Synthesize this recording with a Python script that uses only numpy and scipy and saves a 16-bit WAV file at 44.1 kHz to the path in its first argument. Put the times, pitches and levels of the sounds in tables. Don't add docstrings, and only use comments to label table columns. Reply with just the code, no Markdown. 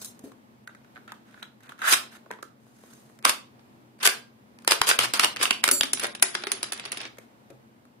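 import sys
import numpy as np
from scipy import signal
from scipy.fft import rfft, irfft, next_fast_len
from scipy.io import wavfile
from scipy.ndimage import uniform_filter1d, minimum_filter1d, map_coordinates

SR = 44100
rng = np.random.default_rng(int(sys.argv[2]) if len(sys.argv) > 2 else 0)


def ratio_of_db(decibels):
    return 10 ** (np.asarray(decibels, float) / 20)


def to_wav(sig):
    pcm = np.clip(np.atleast_2d(sig), -1, 1) * 32767
    pcm = np.round(pcm).astype(np.int16)
    wavfile.write(sys.argv[1], SR, pcm.T)


N = 352781
TOP_HZ = 15900


def unit(x):
    return x / np.sqrt(np.mean(x ** 2) + 1e-20)


def along(points, hz):
    f, v = np.transpose(points)
    return np.interp(np.log(hz + 1), np.log(f + 1), v)


def wobble(rate):
    knots = rng.standard_normal(int(N * rate / SR) + 4)
    return map_coordinates(knots, [np.arange(N) * rate / SR])


def noise():
    return rng.standard_normal((2, N))


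def filtered(x, response):
    m = next_fast_len(N + SR // 2)
    return irfft(rfft(x, m) * response(np.fft.rfftfreq(m, 1 / SR)), m)[..., :N]


def causal(x, gain):
    g = gain(np.fft.rfftfreq(8192, 1 / SR))
    cepstrum = irfft(np.log(g + 1e-6))
    cepstrum[1:len(cepstrum) // 2] *= 2
    cepstrum[len(cepstrum) // 2 + 1:] = 0
    pulse = irfft(np.exp(rfft(cepstrum))) / np.sqrt(np.mean(g ** 2))
    return signal.oaconvolve(x, pulse[None], axes=1)[:, :N]


def resonances(modes, f):
    total = 0
    for k, (hz, width, db) in enumerate(modes):
        total = total + (-1) ** k * ratio_of_db(db) * 1j * f * width / (hz * hz - f * f + 1j * f * width)
    return total


def struck(rows, knock_db, lost, ms):
    return [(s, db, knock_db - lost * db, edge_db, hz, ms) for s, db, edge_db, hz in rows]


def rubbed(rows, knock_db, lost):
    return [(*row, knock_db - lost * max(row[2:]), edge_db) for *row, edge_db in rows]


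def struck_part(burst, hz, q, db):
    noted = burst + ratio_of_db(db) * signal.lfilter(*signal.iirpeak(hz, q, SR), burst)
    return noted / uniform_filter1d(abs(noted), size=40, axis=1).max(axis=1, keepdims=True)


def add(force, s, burst, knock_db, edge_db):
    at = round(s * SR)
    force[:, :, at:at + burst.shape[1]] += burst * ratio_of_db([[[0]], [[knock_db]], [[edge_db]]])


def contact_shape(t, ms):
    chatter = ratio_of_db(2.5 * np.repeat(rng.standard_normal(len(t) // 30 + 1), 30)[:len(t)])
    blow = (1 - np.exp(-abs(t) / 0.00089)) * np.exp(-(abs(t) / (abs(ms) / 1000)) ** 1.32) * (t > 0)
    crack = ratio_of_db(-3.5) * np.exp(-abs(t - 0.001) / 0.0006) * (t > 0.001)
    graze = ratio_of_db(-19.5) * np.exp(-abs(t) / 0.002)
    return (blow + crack + graze) * chatter


def stick_slip():
    return np.clip(wobble(500), -3, 2.6)


def worked(body, modes, contacts, strokes, knock_db, edge_db, grit_db, note_db):
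    # f/Hz, width/Hz, level/dB
    desk_modes = [(255, 110, -3.5), (371, 83, 3), (583, 270, -1.5)]
    lead_s = 0.006
    force = np.zeros((3, 2, N + SR))
    t = np.arange(SR // 20) / SR - lead_s
    for s, db, low_db, high_db, hz, ms in contacts:
        push = contact_shape(t, ms) * rng.standard_normal((2, len(t)))
        burst = struck_part(push, hz, q=5.9, db=note_db)
        add(force, s - lead_s, ratio_of_db(db - 11.5) * burst, low_db + knock_db, high_db + edge_db)

    catch = stick_slip()
    slips = ratio_of_db(grit_db * (catch + 0.5 * catch ** 2) + 2.2 * wobble(90))
    grit = unit(slips * noise())
    for start, end, start_db, end_db, low_db, high_db in strokes:
        rub = grit[:, round(start * SR):round(end * SR)]
        add(force, start, rub * ratio_of_db(np.linspace(start_db, end_db, rub.shape[1])), low_db, high_db)

    def edge(hz):
        return 1 / (1 + (6500 / (hz + 1)) ** 6)

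    def walls(hz):
        return ratio_of_db(along(body, hz)) * (1 + sum(abs(resonances([mode], hz)) for mode in modes))

    def desk(hz):
        return abs(resonances(desk_modes, hz)) / (1 + (hz / 750) ** 4) / (1 + (190 / (hz + 1)) ** 4)

    dull = causal(force[0], lambda hz: walls(hz) * (1 - edge(hz)))
    sharp = causal(force[2], lambda hz: walls(hz) * edge(hz))
    knock = causal(force[1].mean(0) * 1.28 + 0.48 * force[1], desk)
    return dull + sharp + knock


def slide():
    # t/s, peak level/dB, bright edge level/dB, note f/Hz
    pulls = [(3.25, -0.5, -11.5, 1140), (3.258, -12.5, -33, 1400), (3.286, -14.5, -5.5, 2800),
             (3.293, -5.5, -8.5, 2600), (3.303, -18.5, -17, 3300), (4.676, -2.5, -8.5, 1860),
             (4.709, -5, -8, 5000), (4.718, -0.5, -13.5, 2340), (4.728, -18.5, -23, 4630),
             (4.733, -19.5, -25.5, 1500), (5.195, -0.5, -13.5, 2300), (5.235, -6, -25, 1890),
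             (5.244, -3.5, -12, 2920), (5.256, -15, -28, 1320), (5.639, -1.5, -10, 2230),
             (5.677, -6, -9.5, 1860), (5.688, -4, -13.5, 1340)]
    # t/s, peak level/dB, bright edge level/dB, note f/Hz
    returns = [(4.03, -14.5, -10, 3440), (4.056, -9, -4.5, 3000), (4.063, -6.5, -3.5, 3080),
               (4.073, -1.5, -9, 1560), (4.084, -14, -18.5, 1573), (4.09, -17.5, -21.5, 1500),
               (4.869, -16, -8.5, 3450), (4.876, -17, -0.5, 3000), (4.882, -15.5, -1, 3280),
               (4.889, -7.5, -5, 2560), (4.9, -6.5, -11, 2900), (4.911, -1.5, -28, 1550),
               (5.401, -22, -21.5, 2400), (5.412, -9, -21.5, 2190), (5.428, -11, -6, 1530),
               (5.434, -13, -15.5, 1500), (5.454, -7, -32.5, 2820), (5.476, -19, -26.5, 2500),
               (6.029, -22.5, -5, 2310), (6.035, -15.5, -9, 2600), (6.043, -11, -23, 1530),
               (6.052, -15, -22.5, 1890)]
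    # t/s, peak level/dB, bright edge level/dB, note f/Hz
    snaps = [(1.92, -8, -9, 1410), (1.925, -6.5, -7, 4700), (1.935, -6.5, -12.5, 1460),
             (1.941, -9, -11.5, 1900), (2.037, -33, -25, 2500), (3.225, -37, -12.5, 1950),
             (3.593, -46.5, -35, 1400), (3.989, -44.5, -9.5, 2066), (4.587, -37, -15, 1040),
             (4.621, -47.5, -9, 1170), (4.647, -29.5, -9.5, 1480), (4.815, -1.5, -16.5, 1020),
             (4.989, -1, -13, 3000), (5.136, -8.5, -10, 4200), (5.141, -14.5, -9, 2380),
             (5.147, -17.5, -14, 3000), (5.361, -17, -17, 1550), (5.368, -17, -26.5, 2500),
             (5.507, -3, -17.5, 2880), (5.809, -1.5, -11, 3420)]
    # start t/s, end t/s, start level/dB, end level/dB
    strokes = [(1.853, 1.941, -38, -17), (3.229, 3.249, -57, -34.5), (3.248, 3.305, -25.5, -24.5),
               (4.001, 4.027, -50, -32), (4.028, 4.056, -27, -19.5), (4.053, 4.068, -19.5, -22.5),
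               (4.074, 4.091, -32, -36), (4.68, 4.735, -25, -26.5), (4.87, 4.884, -22.5, -19),
               (4.889, 4.906, -21, -19.5), (4.914, 4.928, -29.5, -35.5), (4.999, 5.059, -28, -26.5),
               (5.137, 5.212, -25, -40), (5.193, 5.256, -29.5, -24.5), (5.391, 5.426, -38.5, -28),
               (5.426, 5.48, -21, -40.5), (5.635, 5.7, -32, -35.5), (5.976, 6.044, -45.5, -32.5),
               (6.97, 7.08, -53, -46)]
    # f/Hz, level/dB
    frame_colour = [(290, -48.5), (500, -10), (1090, 3.5), (1840, -0.5), (2390, 0.5), (5190, -2),
                    (7170, -7), (10200, -7.5), (11100, -10.5), (15300, -16), (16500, -39)]
    # f/Hz, width/Hz, level/dB
    frame_modes = [(1500, 800, -3), (2900, 1400, -2), (4790, 440, -3), (8800, 590, -1), (9960, 1000, -2)]
    contacts = struck(pulls, knock_db=-28.5, lost=0.87, ms=3.64)
    contacts += struck(returns, knock_db=-31.5, lost=0.9, ms=4.7)
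    contacts += struck(snaps, knock_db=-28, lost=0.25, ms=3.3)
    rails = [(*row, 11 + 0.7 * max(row[2:])) for row in strokes]
    return worked(frame_colour, frame_modes, sorted(contacts), rubbed(rails, knock_db=-37.5, lost=0.54),
                  knock_db=8.5, edge_db=8.0, grit_db=1.0, note_db=1.5)


def magazine():
    # t/s, peak level/dB, bright edge level/dB, note f/Hz
    fitting = [(0.674, -27, -20, 1550), (0.691, -39, -35, 1500), (0.748, -37.5, -19, 1640),
               (0.845, -48, -20, 1480), (0.958, -34, -36, 1500), (0.966, -33, -36, 1260),
               (0.975, -37, -27, 1520), (1.077, -34, -21, 1400), (1.094, -52, -13, 1520),
               (1.119, -24.5, -19, 980), (1.31, -51, -12, 1760), (1.342, -37, -34, 1280),
               (1.375, -41.5, -34, 1550), (1.423, -36, -23, 1500), (1.427, -23, -20, 3830),
               (1.434, -36, -26, 1400), (1.605, -49, -12.5, 1600), (1.633, -49, -6, 1750),
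               (1.692, -30, -21, 1130), (1.72, -34, -19, 1360), (1.79, -32.5, -20, 1414)]
    # t/s, peak level/dB, bright edge level/dB, note f/Hz
    seating = [(1.817, -20.5, -26, 1441), (1.83, -27.5, -23.5, 1500), (1.841, -22, -17.5, 1500),
               (1.849, -18, -17.5, 1697), (1.873, -12.5, -22.5, 1437), (1.879, -12.5, -23.5, 1384),
               (1.885, -14, -13, 1782), (1.902, -20.5, -13, 1200), (1.911, -17.5, -12.5, 1300)]
    # t/s, peak level/dB, bright edge level/dB, note f/Hz
    grip = [(0.015, -41.5, 2.5, 1087), (0.191, -50.5, 4, 1087), (0.239, -62, -13, 1087),
            (0.317, -43, -14, 1100), (2.26, -43, -30, 1080), (2.304, -29.5, -34, 853),
            (2.311, -24.5, -16.5, 2000), (2.323, -37, -35, 2000), (2.336, -33.5, -40, 1150),
            (2.387, -37.5, -36, 1150), (2.426, -28.5, -13, 1210), (2.666, -54.5, -13, 1087),
            (2.835, -44.5, -22, 1080), (3.097, -50.5, -28, 1100), (3.188, -43, -8.5, 2000),
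            (7.183, -35, -11.5, 2200), (7.502, -47, -7.5, 2523), (7.852, -48, -13, 1080)]
    # start t/s, end t/s, start level/dB, end level/dB, bright edge level/dB
    strokes = [(0, 0.048, -63, -56, 15.5), (0.047, 0.115, -58.5, -76, 20), (0.951, 0.988, -59, -78, -8),
               (1.079, 1.154, -43.5, -67, -24), (1.252, 1.458, -66, -58, -10),
               (1.625, 1.723, -59, -52.5, -12), (1.779, 1.87, -55, -25.5, -9.5),
               (1.871, 1.92, -34.5, -29.5, 6), (2.111, 2.17, -55, -48.5, -4.5), (2.6, 2.939, -79, -61, 3),
               (2.936, 3.201, -67.5, -83, 8.5), (7.17, 7.25, -57.5, -71, -7)]
    # start t/s, end t/s, start level/dB, end level/dB, bright edge level/dB
    palm = [
        (0.238, .3, -60, -71, 6),
        (7.5, 7.56, -65.5, -74, -11),
    ]
    # f/Hz, level/dB
    hollow_colour = [(290, -55.5), (500, -13.5), (1480, 0), (2160, -6), (3770, -12.5), (5670, -27.5),
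                     (6100, -33), (9600, -33.5), (15300, -42), (16500, -54)]
    # f/Hz, width/Hz, level/dB
    hollow_modes = [(1430, 400, -7), (1750, 350, -10.5), (3897, 390, -5.5), (6370, 160, 9)]
    contacts = struck(fitting, knock_db=-44.5, lost=0.69, ms=5.2)
    contacts += struck(seating, knock_db=-46.5, lost=0.3, ms=8.7)
    contacts += struck(grip, knock_db=-20.5, lost=0.37, ms=4.9)
    rubs = rubbed(strokes, knock_db=-43, lost=0.47) + rubbed(palm, knock_db=10, lost=0)
    return worked(hollow_colour, hollow_modes, sorted(contacts), rubs,
                  knock_db=6.0, edge_db=10.5, grit_db=-1.5, note_db=8.0)


def ringing(modes, length, lag, scatter_db):
    t = np.arange(round(length * SR)) / SR
    turn = np.array([[0], [0.25]])
    total = 0
    for hz, db, t60 in modes:
        fading = ratio_of_db(db + rng.normal(0, scatter_db, (2, 1)) - 60 * t / t60)
        total = total + fading * np.sin(2 * np.pi * (hz * t + rng.random() + turn))
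    return total * (1 - np.exp(-t / lag))


def shells():
    # t/s, peak level/dB, bright edge level/dB, note f/Hz
    bounces = [(5.712, -11.5, 2, 4230), (5.832, -8.5, -16, 3200), (5.932, -11.5, -2.5, 3170),
               (5.973, -18, -31, 2260), (5.996, -19.5, -8, 2970), (6.067, -25.5, -5.5, 2110),
               (6.149, -20.5, -17.5, 3160), (6.197, -27.5, -23, 3240), (6.224, -2.5, -5.5, 2400),
               (6.345, -25, -8.5, 4710), (6.35, -7.5, -31, 1640), (6.436, -16.5, -39, 1540),
               (6.469, -12, -23, 1250), (6.507, -24, -20, 4500), (6.517, -11, -7, 4230),
               (6.629, -13, -9, 5100), (6.64, -20.5, -27, 5300), (6.721, -15.5, -12, 3950),
               (6.731, -24, -4.5, 1430), (6.776, -32.5, -12.5, 4370), (6.796, -19, -20.5, 2300),
               (6.84, -41, -23, 3000), (6.852, -21, -20, 4790), (6.857, -22, -22, 2520),
               (6.912, -44, -26, 2240), (6.918, -19.5, -7.5, 2660), (6.926, -21, -26, 2600),
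               (6.971, -21, -16, 2860), (6.98, -28, -20, 3550), (7.003, -21.5, -32, 2520),
               (7.013, -21, -21, 3500), (7.032, -25, -39, 2410), (7.041, -32, -39.5, 2990),
               (7.052, -22, -47, 2170), (7.069, -36, -43, 2000)]
    # start t/s, end t/s, start level/dB, end level/dB, bright edge level/dB
    rolls = [
        (6.24, 6.599, -48.5, -45, -9.5),
        (6.602, 7.069, -49, -45, -29),
    ]
    # f/Hz, level/dB, time to fade 60 dB/s
    shell_ring = [(9500, -10, 0.11), (9900, -13, 0.18), (10200, -5.5, 0.49), (9700, 2.5, 0.1)]
    # f/Hz, level/dB, time to fade 60 dB/s
    tube_modes = [(4522, -7.5, .4), (5981, -9, .3), (6720, -12, .25), (7273, -4, .7), (7628, -9, .15),
                  (8165, -9, .5), (8497, -10, .3), (9940, -5, .4), (10609, -4, .5), (11338, -12, .5),
                  (12745, -8, .2), (13410, -8, .3), (14050, -9, .3), (15014, -8, .2)]
    # f/Hz, level/dB, time to fade 60 dB/s
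    cap_modes = [(5507, -18, .3), (6900, -17, .2), (8662, -15, .25), (9485, -12, .2), (9780, -9, .15),
                 (11800, -11, .3), (12010, -17, .25), (12392, -16, .25), (13243, -14, .25),
                 (13754, -10, .18), (14158, -12, .25), (14330, -15, .25), (14530, -13, .25),
                 (15500, -16, .12)]
    # f/Hz, level/dB
    casing_colour = [(290, -38), (500, -8), (1090, -6.5), (1570, -3.5), (4830, -4.5), (7060, -10.5),
                     (9190, -10.5), (9890, 4.5), (11100, -20.5), (15300, -20.5), (16500, -35.5)]
    # f/Hz, width/Hz, level/dB
    casing_modes = [(1300, 220, -14.5), (1640, 220, -18)]
    out = np.zeros((2, N + SR))
    n = SR // 3
    for s, db, high_db, _ in bounces:
        strength = ratio_of_db(db + high_db - 23.0 + 3.5 * wobble(150)[:n])
        out[:, round(s * SR):][:, :n] += strength * ringing(shell_ring, n / SR, lag=0.001, scatter_db=1.0)

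    struck_s, caught_s = 5.712, 5.806
    tube = ratio_of_db(-24) * ringing(tube_modes + cap_modes, caught_s - struck_s, lag=0.014, scatter_db=1.3)
    n = tube.shape[1]
    tube = ratio_of_db(1.5 * wobble(40)[:n]) * tube * signal.windows.tukey(n, 0.1)
    out[:, round(struck_s * SR):][:, :n] += tube

    contacts = struck(bounces, knock_db=-25.5, lost=0.083, ms=5.9)
    rattle = worked(casing_colour, casing_modes, contacts, rubbed(rolls, knock_db=-12, lost=0),
                    knock_db=9.0, edge_db=12.0, grit_db=1.5, note_db=-4.5)
    return out[:, :N] + rattle


def thuds():
    # t/s, level/dB, f/Hz, time to fade 60 dB/s
    blows = [(0.238, -35, 264, 0.071), (.245, -45, 420, .1), (1.936, -53.5, 86.5, 0.1),
             (1.936, -36, 520, .07), (2.307, -32, 998, 0.046), (2.308, -36, 452, .04),
             (4.074, -29.5, 401, .08), (4.075, -29, 1610, .28), (4.815, -30, 410, 0.065),
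             (4.914, -26.5, 1590, .1), (4.997, -43.5, 126, 0.58), (5.507, -25.5, 385, 0.064),
             (5.69, -31.5, 453, 0.064), (5.712, -33, 265, 0.17), (5.714, -34, 370, 0.18),
             (5.716, -38, 578, 0.28), (5.834, -37.5, 268, .12), (5.933, -39, 265, 0.099),
             (6.226, -31, 371, 0.16), (6.226, -30.5, 1590, 0.072), (6.351, -36, 360.5, 0.19),
             (6.469, -32, 373, 0.073), (6.519, -41, 373, 0.25), (7.5, -47.5, 131, 0.33),
             (7.505, -50, 270, .15)]
    out = np.zeros(N + SR)
    t = np.arange(SR // 2) / SR
    for s, db, hz, t60 in blows:
        flutter = ratio_of_db(5 * np.clip(wobble(45)[:len(t)], -2.5, 0.7))
        tone = np.sin(2 * np.pi * hz * t + 1.2 * wobble(hz / 12)[:len(t)])
        onset = 1 - np.exp(-2 * hz * t)
        out[round(s * SR):][:len(t)] += flutter * ratio_of_db(db - 60 * t / t60) * tone * onset
    return out[:N] * np.ones((2, 1))


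def puffs():
    # t/s, peak level/dB
    lumps = [(3.249, -67), (3.292, -53.5), (4.679, -55), (4.708, -53), (4.812, -37.5), (4.989, -43),
             (5.194, -58), (5.506, -56), (5.638, -48.5), (5.689, -52), (5.808, -40.5), (5.994, -56),
             (6.35, -62)]
    out = np.zeros((2, N + SR))
    u = np.arange(SR // 10) / SR / 0.0014
    lump = u * (2 - u) * np.exp(-u)
    for s, db in lumps:
        out[:, round(s * SR):][:, :len(u)] += ratio_of_db(db + 12.0 + rng.normal(0, 4.5, (2, 1))) * lump
    return out[:, :N]


def room(x):
    # f/Hz, time to fade 60 dB/s
    fading = [(200, 0.48), (1500, 0.27), (4000, 0.3), (10000, 0.21), (16000, 0.24)]
    out = np.zeros((2, N + SR))
    step = SR // 4
    for at in range(0, N, step):
        hz, t, z = signal.stft(rng.standard_normal((2, SR // 2)), SR, nperseg=256)
        tail = signal.istft(z * ratio_of_db(-60 * t / along(fading, hz)[:, None]), SR, nperseg=256)[1]
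        wet = signal.fftconvolve(x[:, at:at + step], tail / np.linalg.norm(tail[0]), axes=1)
        out[:, at + 200:][:, :wet.shape[1]] += wet
    return out[:, :N]


def alike(pair):
    # f/Hz, likeness (-1 to 1)
    likeness = [(60, 0.34), (130, 0.83), (290, 0.75), (640, -0.05), (1410, -0.64), (3100, 0.02),
                (6820, -0.34), (15000, -0.13)]

    def mixing(hz):
        turn = np.arccos(np.clip(along(likeness, hz), -1, 1)) / 2
        return np.array([np.cos(turn), np.sin(turn)])

    mid, side = filtered(pair, mixing)
    return np.array([mid + side, mid - side])


def air():
    # f/Hz, level/dB
    air_colour = [(15, -62), (25, -36), (90, -17), (118, -13.5), (159, -20.5), (226, -3.5), (252, -12),
                  (445, -15), (927, -17.5), (1220, -21), (6730, -38), (15200, -39.5), (16500, -52)]
    # f/Hz, width/Hz, level/dB
    fan = [(125.4, 30, -63.5), (230.1, 63, -59), (332, 25, -71)]
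    # t/s, level/dB
    loudness = [(0.0, -53), (0.38, -57.5), (4.449, -57.5), (5.15, -53.5), (8.0, -58)]
    hiss = unit(filtered(noise(), lambda hz: ratio_of_db(along(air_colour, hz))))
    hum = 0
    for hz, width, db in fan:
        tone = unit(filtered(noise(), lambda f: resonances([(hz, width, 0)], f) ** 2))
        hum = hum + ratio_of_db(db + 1.7 * wobble(4.8)) * tone
    s, db = np.transpose(loudness)
    swell = ratio_of_db(np.interp(np.arange(N) / SR, s, db) + 55)
    return swell * alike(ratio_of_db(-56.0 + 1.0 * wobble(3)) * hiss + hum)


def scene():
    pistol_slide, clip_body, shell, desk = slide(), magazine(), shells(), thuds()
    shell_far = filtered(shell, lambda hz: 1 / (1 + (hz / 10200) ** 20))
    far = ratio_of_db(-1) * clip_body + pistol_slide + desk + shell_far
    return clip_body + pistol_slide + shell + desk + ratio_of_db(-7.5) * room(far) + puffs() + air()


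def masked(x):
    mask_db, mask_from_hz, band_hz = -19, 10600, 700
    sparse_from_hz, sparse_db, busy_db = 3800, 1, -62
    make_up_db = 3.5
    jump = (np.diff(x, prepend=0) ** 2).mean(0)
    attack = uniform_filter1d(jump, size=64) > 3 * uniform_filter1d(jump, size=1500)
    spared = uniform_filter1d(1 - minimum_filter1d(1. - attack, size=200), size=64)

    hz, t, z = signal.stft(x * (1 - spared), SR, nperseg=1024, noverlap=768)
    lines = uniform_filter1d(abs(z) ** 2, size=7, axis=2)
    power = lines.mean(0)
    ring = power[(hz > mask_from_hz - 1200) & (hz < mask_from_hz - 200)].mean(0)
    busy = power[hz > sparse_from_hz].sum(0) > ratio_of_db(2 * busy_db)
    strong = lines > ratio_of_db(2 * sparse_db) * uniform_filter1d(lines, size=14, axis=1)
    keep = strong | ~busy | (hz < sparse_from_hz)[:, None]
    for low in np.arange(mask_from_hz, TOP_HZ, band_hz):
        band = (hz >= low) & (hz < low + band_hz)
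        luck_db = 6 * wobble(14)[np.minimum(t * SR, N - 1).astype(int)]
        keep[:, band] &= power[band].mean(0) > ring * ratio_of_db(2 * (mask_db + luck_db))
    make_up = ratio_of_db(make_up_db * np.outer(hz > sparse_from_hz, busy))
    return x * spared + signal.istft(z * keep * make_up, SR, nperseg=1024, noverlap=768)[1][:, :N]


def starved(x):
    first_block, block = 1076, 1024
    weak_db, thin_db, from_hz = -11, 1, 2600
    hz, t, z = signal.stft(x, SR, nperseg=256, noverlap=128)
    cells = uniform_filter1d(abs(z) ** 2, size=4, axis=1)
    frame = np.maximum(np.round(t * SR).astype(int) - first_block, 0) // block
    first = np.flatnonzero(np.diff(frame, prepend=-1))
    treble = (hz > from_hz)[:, None]
    level = cells[:, hz > from_hz].sum((0, 1))
    growth = level / (np.roll(level, shift=2) + 1e-12)
    rise = np.maximum.reduceat(growth, first)[frame] > ratio_of_db(2 * 10)
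    peak = np.maximum.reduceat(uniform_filter1d(cells, size=16, axis=1), first, axis=2)[:, :, frame]
    thin = cells < ratio_of_db(2 * thin_db) * uniform_filter1d(cells, size=24, axis=1)
    weak = (cells < ratio_of_db(2 * weak_db) * peak) & thin & rise & treble
    return signal.istft(z * ~weak, SR, nperseg=256, noverlap=128)[1][:, :N]


def band_limit(x):
    return signal.sosfilt(signal.butter(12, 16960, fs=SR, output="sos"), x)


def record(dry):
    # f/Hz, level difference/dB
    port_colour = [(60, -0.5), (180, 0), (550, 4), (1650, -2.5), (4970, -0.5), (15000, 1.0)]
    ports = filtered(dry, lambda hz: ratio_of_db(np.outer([0.5, -0.5], along(port_colour, hz))))
    ceiling = 0.8
    shaved = ports / (1 + abs(ports / ceiling) ** 8) ** (1 / 8) - ports
    clipped = ports + signal.lfilter(*signal.butter(2, 300, 'high', fs=SR), shaved)
    top_edge = [(TOP_HZ - 300, 0), (TOP_HZ + 100, -28), (TOP_HZ + 1000, -34), (TOP_HZ + 1100, -90)]
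    mix = filtered(starved(masked(clipped)), lambda hz: ratio_of_db(along(top_edge, hz)))
    return band_limit(mix)


dry = scene()
out = record(dry)
to_wav(out)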